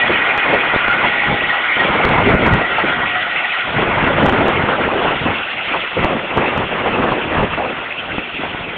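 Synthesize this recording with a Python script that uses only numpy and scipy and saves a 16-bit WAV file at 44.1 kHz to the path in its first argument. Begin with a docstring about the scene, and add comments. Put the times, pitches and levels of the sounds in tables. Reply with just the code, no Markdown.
"""Helicopter leaving over a windy field

A helicopter climbs and turns away over a field, heard by a small camera microphone in gusty wind.
Shaped noise makes the roar, throbbing faintly with the rotor; wandering tones mixed with resonant noise
make the gear whines. Gusts are noise, puffs and sharp jolts at the membrane, and the narrow-band
recorder saturates and clips the highest peaks."""
import sys
import numpy as np
from scipy import signal
from scipy.io import wavfile
from scipy.ndimage import uniform_filter1d

SR = 44100
rng = np.random.default_rng(int(sys.argv[2]) if len(sys.argv) > 2 else 0)


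def output_pcm(signal):
    """Save a mono or channel-first signal as 16-bit PCM at the path in sys.argv[1].

    Samples are clipped to [-1, 1] before scaling.
    """
    pcm = np.clip(np.atleast_2d(signal).T, -1, 1) * 32767
    wavfile.write(sys.argv[1], SR, np.round(pcm).astype(np.int16))


N = 386757  # samples
HOP, SIZE = 128, 512  # short-time spectra: frame step and window, samples


def gain_of(db):
    """Decibels to gain."""
    return 10 ** (np.asarray(db) / 20)


def evened(x):
    """Scales to rms 1."""
    return x / np.sqrt(np.mean(x ** 2) + 1e-20)


def read(points, hz):
    """Reads a spectrum table on a log-frequency axis."""
    f, value = np.transpose(points)
    return np.interp(np.log(hz + 1), np.log(f + 1), value)


def follow(rows, t):
    """Reads every column of a curve table at the times t."""
    s, *columns = np.transpose(rows)
    return [np.interp(t, s, c) for c in columns]


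def grid():
    """Frame times and bin frequencies of the short-time spectra."""
    frame_t = np.arange(N // HOP + 5) * HOP / SR
    bin_hz = np.fft.rfftfreq(SIZE, 1 / SR)[:, None]
    return frame_t, bin_hz


def drift(shape, frames, bins):
    """Random field of rms 1, smoothed over so many frames (columns) and bins (rows)."""
    x = uniform_filter1d(rng.standard_normal(shape), max(1, round(frames)), 1)
    return evened(uniform_filter1d(x, max(1, round(bins)), 0))


def noise(db, lo_hz, hi_hz, shape_db):
    """Noise of spectrum shape_db and level field db; 0 dB means about rms 1 between lo and hi."""
    hz = grid()[1]
    inside = (hz >= lo_hz) & (hz < hi_hz)
    power = np.sum(gain_of(shape_db) ** 2 * inside, 0)
    z = rng.standard_normal(db.shape) + 1j * rng.standard_normal(db.shape)
    z *= gain_of(db + shape_db) / np.sqrt(power * 1.29)
    return signal.istft(z, nperseg=SIZE, noverlap=SIZE - HOP)[1][:N]


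def resonate(x, hz, width):
    """Shifts the curve hz down to zero, smooths, and shifts back: a resonance of gain 1."""
    phase = 2 * np.pi * np.cumsum(hz * np.ones(len(x))) / SR
    turn = np.exp(1j * phase)
    r = np.exp(-np.pi * width / SR)
    smoothed = signal.lfilter([1 - r], [1, -r], x / turn)
    return 2 * (turn * smoothed).real


# The helicopter climbing and turning away over the field:
# [t/s, roar level/dB, then the lift/dB of the three resonant bands over the roar's spectrum]
FLIGHT_PATH = [(0, -27, 4, 3, -1), (.3, -28.5, 4, 7.5, 0), (.9, -29.5, 6.4, 7.5, 2),
               (1.25, -28.5, 2, 5.5, -0.5), (1.7, -28, 3.8, 6.5, -3.5), (2.4, -32.5, 6.7, 10.5, 4.5),
               (2.8, -30.5, 9, 4.5, -0.5), (3.2, -30, 4, 2.5, 2), (3.6, -29.5, 4.1, 2, 4.5),
               (4, -33, 3.8, 6.5, 1.5), (4.6, -31, 5.9, 3.5, 3.5), (5, -32, 6.4, -6, 5),
               (5.8, -30, 1.7, 2.5, 5), (6.2, -35.5, 2, 0, 8), (6.5, -33.5, 5.2, 0, 9),
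               (7.2, -35.5, 3.8, -3, 7.5), (7.7, -36, 3.8, 2.5, 7), (8.3, -34, 2.6, -6.5, 7),
               (8.77, -36.5, 2.7, 1, 1.5)]
# Spectrum of the roar at the microphone, only its shape counts: [f/Hz, level per Hz/dB]
ROAR_SPECTRUM = [(24, -48), (40, -22.5), (452, -13.5), (725, -6.5), (1010, -12.5), (1390, -3.5), (1720, -9),
                 (1940, -3), (2270, -3.5), (3370, -6), (4440, -32), (5770, -62.5), (9770, -120)]
# Broad humps of the roar that stay in place: [f/Hz, width/Hz, level/dB]
STEADY_HUMPS = [(280, 110, 3.5), (760, 160, 2.5), (3398, 190, 1)]
# Resonant bands of the roar at the microphone, at fixed pitch, whose levels shift during the flight:
# [f/Hz, width/Hz]
RESONANT_BANDS = [(1436, 570), (2140, 250), (2672, 220)]
BAND_WAVER_DB = 1.5  # rms
ROTOR_PER_S, BLADES = 6.5, 4  # turns per second, blades


def roar():
    """Exhaust and blade turbulence, throbbing once a rotor turn and once a blade, stirred by the air."""
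    t, hz = grid()
    level_db, *bands_db = follow(FLIGHT_PATH, t)

    def hump(centre_hz, width):
        """Rounded peak of height 1."""
        return 1 / (1 + (2 * (hz - centre_hz) / width) ** 2)

    shape_db = read(ROAR_SPECTRUM, hz) + sum(db * hump(f, w) for f, w, db in STEADY_HUMPS)
    wavers_db = BAND_WAVER_DB * drift((len(RESONANT_BANDS), len(t)), frames=10, bins=1)
    for band_db, (f, w) in zip(bands_db + wavers_db, RESONANT_BANDS):
        shape_db = shape_db + band_db * hump(f, w)
    turns = 2 * np.pi * ROTOR_PER_S * t
    throb_db = .5 * np.cos(turns + 0.4) + 0.51 * np.cos(BLADES * turns)
    streaks_db = 1.26 * drift((len(hz), len(t)), frames=30, bins=3)  # narrow and lasting
    clumps_db = 2.4 * drift((len(hz), len(t)), frames=10, bins=9)  # wide and short
    return noise(level_db + throb_db + streaks_db + clumps_db, 3164, 3573, shape_db)


WHINE_WANDER, WHINE_WAVER_DB = 0.00614, 4.5  # rms share of the pitch, rms level
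WHINE_FADE_DB_PER_S = 27.5  # before the start and after the end of a whine
# the longer path smears the tones more and more: share of the pitch per second, loss of the clean part
SMEAR_PER_S, CLEAN_LOSS_DB_PER_S = .006, 5


def whine(start, end, centre_hz, width, level_db):
    """A gear tone, part clean and part blurred by the turbulent path, with wandering pitch and level."""
    t, frame_t = np.arange(N) / SR, grid()[0]
    wander, waver = (np.interp(t, frame_t, row) for row in drift((2, len(frame_t)), frames=12, bins=1))
    smear = np.interp(t, frame_t, rng.standard_normal(len(frame_t)))
    hz = centre_hz * (1 + WHINE_WANDER * wander + SMEAR_PER_S * t * smear)
    blurred = evened(resonate(resonate(rng.standard_normal(N), hz, width), hz, width))
    tone = np.sqrt(2) * np.sin(2 * np.pi * np.cumsum(hz) / SR)
    clean = tone * gain_of(-CLEAN_LOSS_DB_PER_S * t)
    outside_s = np.maximum(np.maximum(t - end, start - t), 0)
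    change_db = WHINE_WAVER_DB * waver - WHINE_FADE_DB_PER_S * outside_s
    return (0.78 * blurred + .35 * clean) * gain_of(level_db + change_db)


# Strong whines before the turn away: [t/s, upper relative level/dB, lower relative level/dB]
WHINE_LEVELS = [(0, -15, -30), (0.12, -27.5, -44), (0.25, -25, -22), (0.4, -26.5, -32.5),
                (0.52, -25.5, -32), (0.68, -18.5, -29), (0.9, -38, -16.5), (1.1, -24.5, -33),
                (1.3, -25.5, -37), (1.55, -22.5, -36), (1.68, -24.5, -21), (1.79, -16.5, -19),
                (1.9, -36, -42), (2.3, -32.5, -25.5), (2.65, -24.5, -27), (2.9, -27, -29.5),
                (3.2, -24.5, -31.5), (3.5, -26.5, -30), (4.2, -34, -29)]
# The same two whines, upper then lower: [f/Hz, width of each resonance pass/Hz]
STRONG_WHINES = [(1916, 63), (1438, 92)]
# Faint whines heard for a while:
# [start t/s, end t/s, f/Hz, width of each resonance pass/Hz, relative level/dB]
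FAINT_WHINES = [(0, 0.88, 2464, 48, -29), (0, 1.7, 818, 12, -33), (2.748, 3.8, 728, 20, -34)]


def whines():
    """Two strong gear tones until the helicopter has turned away, and a few faint ones."""
    levels_db = follow(WHINE_LEVELS, np.arange(N) / SR)
    end = WHINE_LEVELS[-1][0]
    strong = [(0, end, hz, width, db) for (hz, width), db in zip(STRONG_WHINES, levels_db)]
    return sum(whine(*row) for row in strong + FAINT_WHINES)


# Wind on the microphone: [t/s, level/dB, lift of the rumble/dB, lift of the rasp/dB]
WIND_GUSTS = [(0,-28.5,-13,-2),(.12,-26.5,-4,-1),(.25,-24.5,-20,8),(.43,-28.5,-9,10),(.55,-18,-17.5,-1.5),(.64,-24,-11,3),(.71,-29,-14,8),(.9,-29.5,3,15),(1.05,-21,-5.5,6),(1.19,-29.5,-10,-2),(1.32,-21.5,-11,-5),(1.48,-31,-4,5.5),(1.68,-39,-14,12),(1.82,-20,-16,-0.5),(1.97,-16.5,-6.5,-1.5),(2.2,-19,-1.5,3.5),(2.34,-12.5,2,-4.5),(2.43,-16.5,-2,-1),(2.56,-15.5,6,0.5),(2.68,-31,-10,-3),(2.85,-23,-9,0.5),(3.15,-32.5,-2,5.5),(3.55,-47.5,-9,6.5),(3.7,-26.5,-7,-4.5),(3.78,-21.5,-3,2),(4.05,-16.5,-4,1),(4.3,-15,-4,-4.5),(4.44,-14,-15,-6),(4.55,-16,-3,-2),(4.72,-22,-12,0),(4.85,-18,-3,0),(4.93,-21.5,-13,-4.5),(5.05,-16,-11.5,-1),(5.2,-28,1,-0.5),(5.3,-21,-3.5,-2),(5.5,-40,-11,0),(5.66,-41.5,6,0),(5.76,-23,-17,0),(5.9,-47,-11,9),(6.0,-18,-1,-3.5),(6.15,-23,-8,1),(6.28,-31.5,-5,-2),(6.38,-20,-9,-0.5),(6.48,-21,-13,1.5),(6.6,-18.5,-4,-1),(6.68,-32,-5,1),(6.8,-20,-11,-1.5),(7.02,-16,-6,-5),(7.14,-21.5,-11.5,-2),(7.28,-22,-11,-0.5),(7.42,-17.5,3,-1),(7.53,-29,1,6),(7.65,-22,-10,-7.5),(7.93,-39,-10,8),(8.15,-26,-4,-8),(8.29,-39,-9,-10),(8.45,-30.5,-2.5,1),(8.77,-30.5,-7,-12)]
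# Spectrum of the wind at the membrane, only its shape counts: [f/Hz, level per Hz/dB]
WIND_SPECTRUM = [(12, -36.5), (20, -9.5), (104, -0.5), (140, -0.5), (315, -5), (404, -4.5), (1090, -7),
                 (1310, -10), (1970, -13.5), (3390, -26), (4440, -55.5), (5770, -81), (9770, -120)]


def wind():
    """Eddies hitting the membrane: all bands jump together, low and high ends lean by their own amounts."""
    t, hz = grid()
    level_db, rumble_db, rasp_db = follow(WIND_GUSTS, t)
    low_chance, high_chance = drift((2, len(t)), frames=14, bins=1)
    rumble_db = rumble_db + 2.1 * low_chance
    rasp_db = rasp_db + 2.1 * high_chance
    low = 1 / (1 + (hz / 190) ** 4)
    high = 1 / (1 + (750 / (hz + 1)) ** 4)
    shape_db = read(WIND_SPECTRUM, hz) + low * rumble_db + high * rasp_db
    shared_lumps_db = 1.86 * drift((1, len(t)), frames=7, bins=1)
    local_lumps_db = 2.23 * drift((len(hz), len(t)), frames=9, bins=6)
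    # the smallest eddies pass in milliseconds: here a frame is one sample
    flutter_db = 1.3 * drift((1, N), frames=99, bins=1)[0]
    gusts = noise(level_db + shared_lumps_db + local_lumps_db, 200, 700, shape_db)
    return gusts * gain_of(flutter_db)


# Single buffets at the microphone: [t/s, relative level/dB, centre f/Hz, length/s (3 times the rise)]
BUFFETS = [(0.093, 1.5, 375, 0.023), (0.453, -4.5, 638, 0.03), (0.519, 1.5, 524, 0.042),
           (0.734, 1, 535, 0.02), (1.227, -8, 950, 0.028), (1.28, -6, 153, 0.034), (1.601, -15, 665, 0.022),
           (1.698, -11, 840, 0.048), (2.253, 4.5, 255, 0.055), (2.687, -11, 514, 0.056),
           (2.78, 0, 740, 0.028), (2.832, -0.5, 296, 0.027), (3.67, -8, 743, 0.031),
           (3.759, -6.5, 137, 0.033), (4.775, -6, 600, 0.069), (5.256, -2.5, 348, 0.016),
           (5.679, -11, 1200, 0.02), (5.735, -2.5, 686, 0.028), (5.965, -1.5, 425, 0.019),
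           (6.026, -8, 565, 0.07), (6.143, -6.5, 192, 0.043), (6.356, -5, 342, 0.03),
           (7.113, -0.5, 783, 0.02), (7.573, -5, 650, 0.022), (8.177, -7, 244, 0.019),
           (8.383, -13.5, 277, 0.05), (8.429, -10, 662, 0.034)]


def buffets():
    """Each buffet is a short puff of noise around its centre, quick to rise and slower to fall."""
    out = np.zeros(N + SR)
    puffs = rng.standard_normal((len(BUFFETS), 8192))
    for (s, relative_db, hz, length), puff in zip(BUFFETS, puffs):
        u = np.arange(8192) / SR / max(length, .003)
        body = evened(resonate(resonate(puff, hz, 0.73 * hz), hz, 1.9 * hz))
        swell = 3 * u * np.exp(1 - 3 * u)  # peaks at 1, a third of the length in
        out[round(s * SR):][:8192] += gain_of(relative_db - 14.5) * body * swell
    return out[:N]


# Sharpest pressure jolts of the gusts at the membrane:
# [t/s, peak level before the recorder/dB, length scale/ms]
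JOLTS = [(.378, 2, 0.16), (0.762, 3, 0.38), (0.882, 5.5, 0.185), (2.052, 15, 0.13), (2.091, 3.5, 0.085),
         (2.264, -5, 0.21), (2.293, 2, 0.36), (2.329, -12, 0.45), (2.341, 5, 0.68), (2.35, 7, 0.51),
         (2.466, 8, 0.28), (2.481, 6, 0.3), (2.537, 6.5, 0.2), (2.542, 0, 0.19), (4.04, 2.5, 0.31),
         (4.257, 3, 0.21), (4.26, 6.5, 0.19), (4.265, 8, 0.19), (4.277, -2, 0.48), (4.282, 1, .2),
         (4.289, 7, 0.32), (4.296, 10, 0.17), (4.325, 4, 0.23), (4.483, 9.5, 0.173), (4.537, -8, 0.15),
         (4.879, -1, 0.38), (6.046, 12.5, 0.24), (6.374, 8.5, 0.28), (6.578, 2.5, 0.17),
         (8.183, -2.5, 0.28), (8.437, -9, 0.34), (8.548, -8.5, 0.31)]


def jolts():
    """Each jolt is one quick push or pull of the membrane with a shallow swing back on both sides."""
    out = np.zeros(N)
    ms = np.arange(-300, 301) / SR * 1e3
    for (s, peak_db, length_ms), side in zip(JOLTS, rng.choice([-1, 1], len(JOLTS))):
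        swing_back = 0.25 * np.exp(-(0.58 * ms / length_ms) ** 2)
        push = np.exp(-(ms / length_ms) ** 2) - swing_back
        out[round(s * SR) - len(ms) // 2:][:len(ms)] += side * gain_of(peak_db) * push / push.max()
    return out


def scene():
    """Helicopter plus wind at one microphone."""
    return (roar() + whines() + wind() + buffets() + jolts())[None]


CODEC_HZ, EDGE_HZ = 4480, 15900  # the recorder's narrow band, then the final band limit


def record(dry):
    """Bass roll-off, soft saturation, narrow band, a hard clip on the highest peaks, the band limit."""
    thin = signal.lfilter(*signal.butter(1, 35, "high", fs=SR), dry)
    soft = 0.77 * np.tanh(1.111 * thin / 0.76)
    skirt = signal.lfilter(*signal.butter(4, 3600, fs=SR), soft)
    narrow_taps = signal.firwin(601, CODEC_HZ, window=("kaiser", 10), fs=SR)
    narrow = signal.oaconvolve(skirt, narrow_taps[None], "same")
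    clipped = np.clip(narrow, -.7, .7)
    edge_taps = signal.firwin(511, EDGE_HZ, window=("kaiser", 9), fs=SR)
    return signal.oaconvolve(clipped, edge_taps[None], "same")


dry = scene()
out = record(dry)
output_pcm(out)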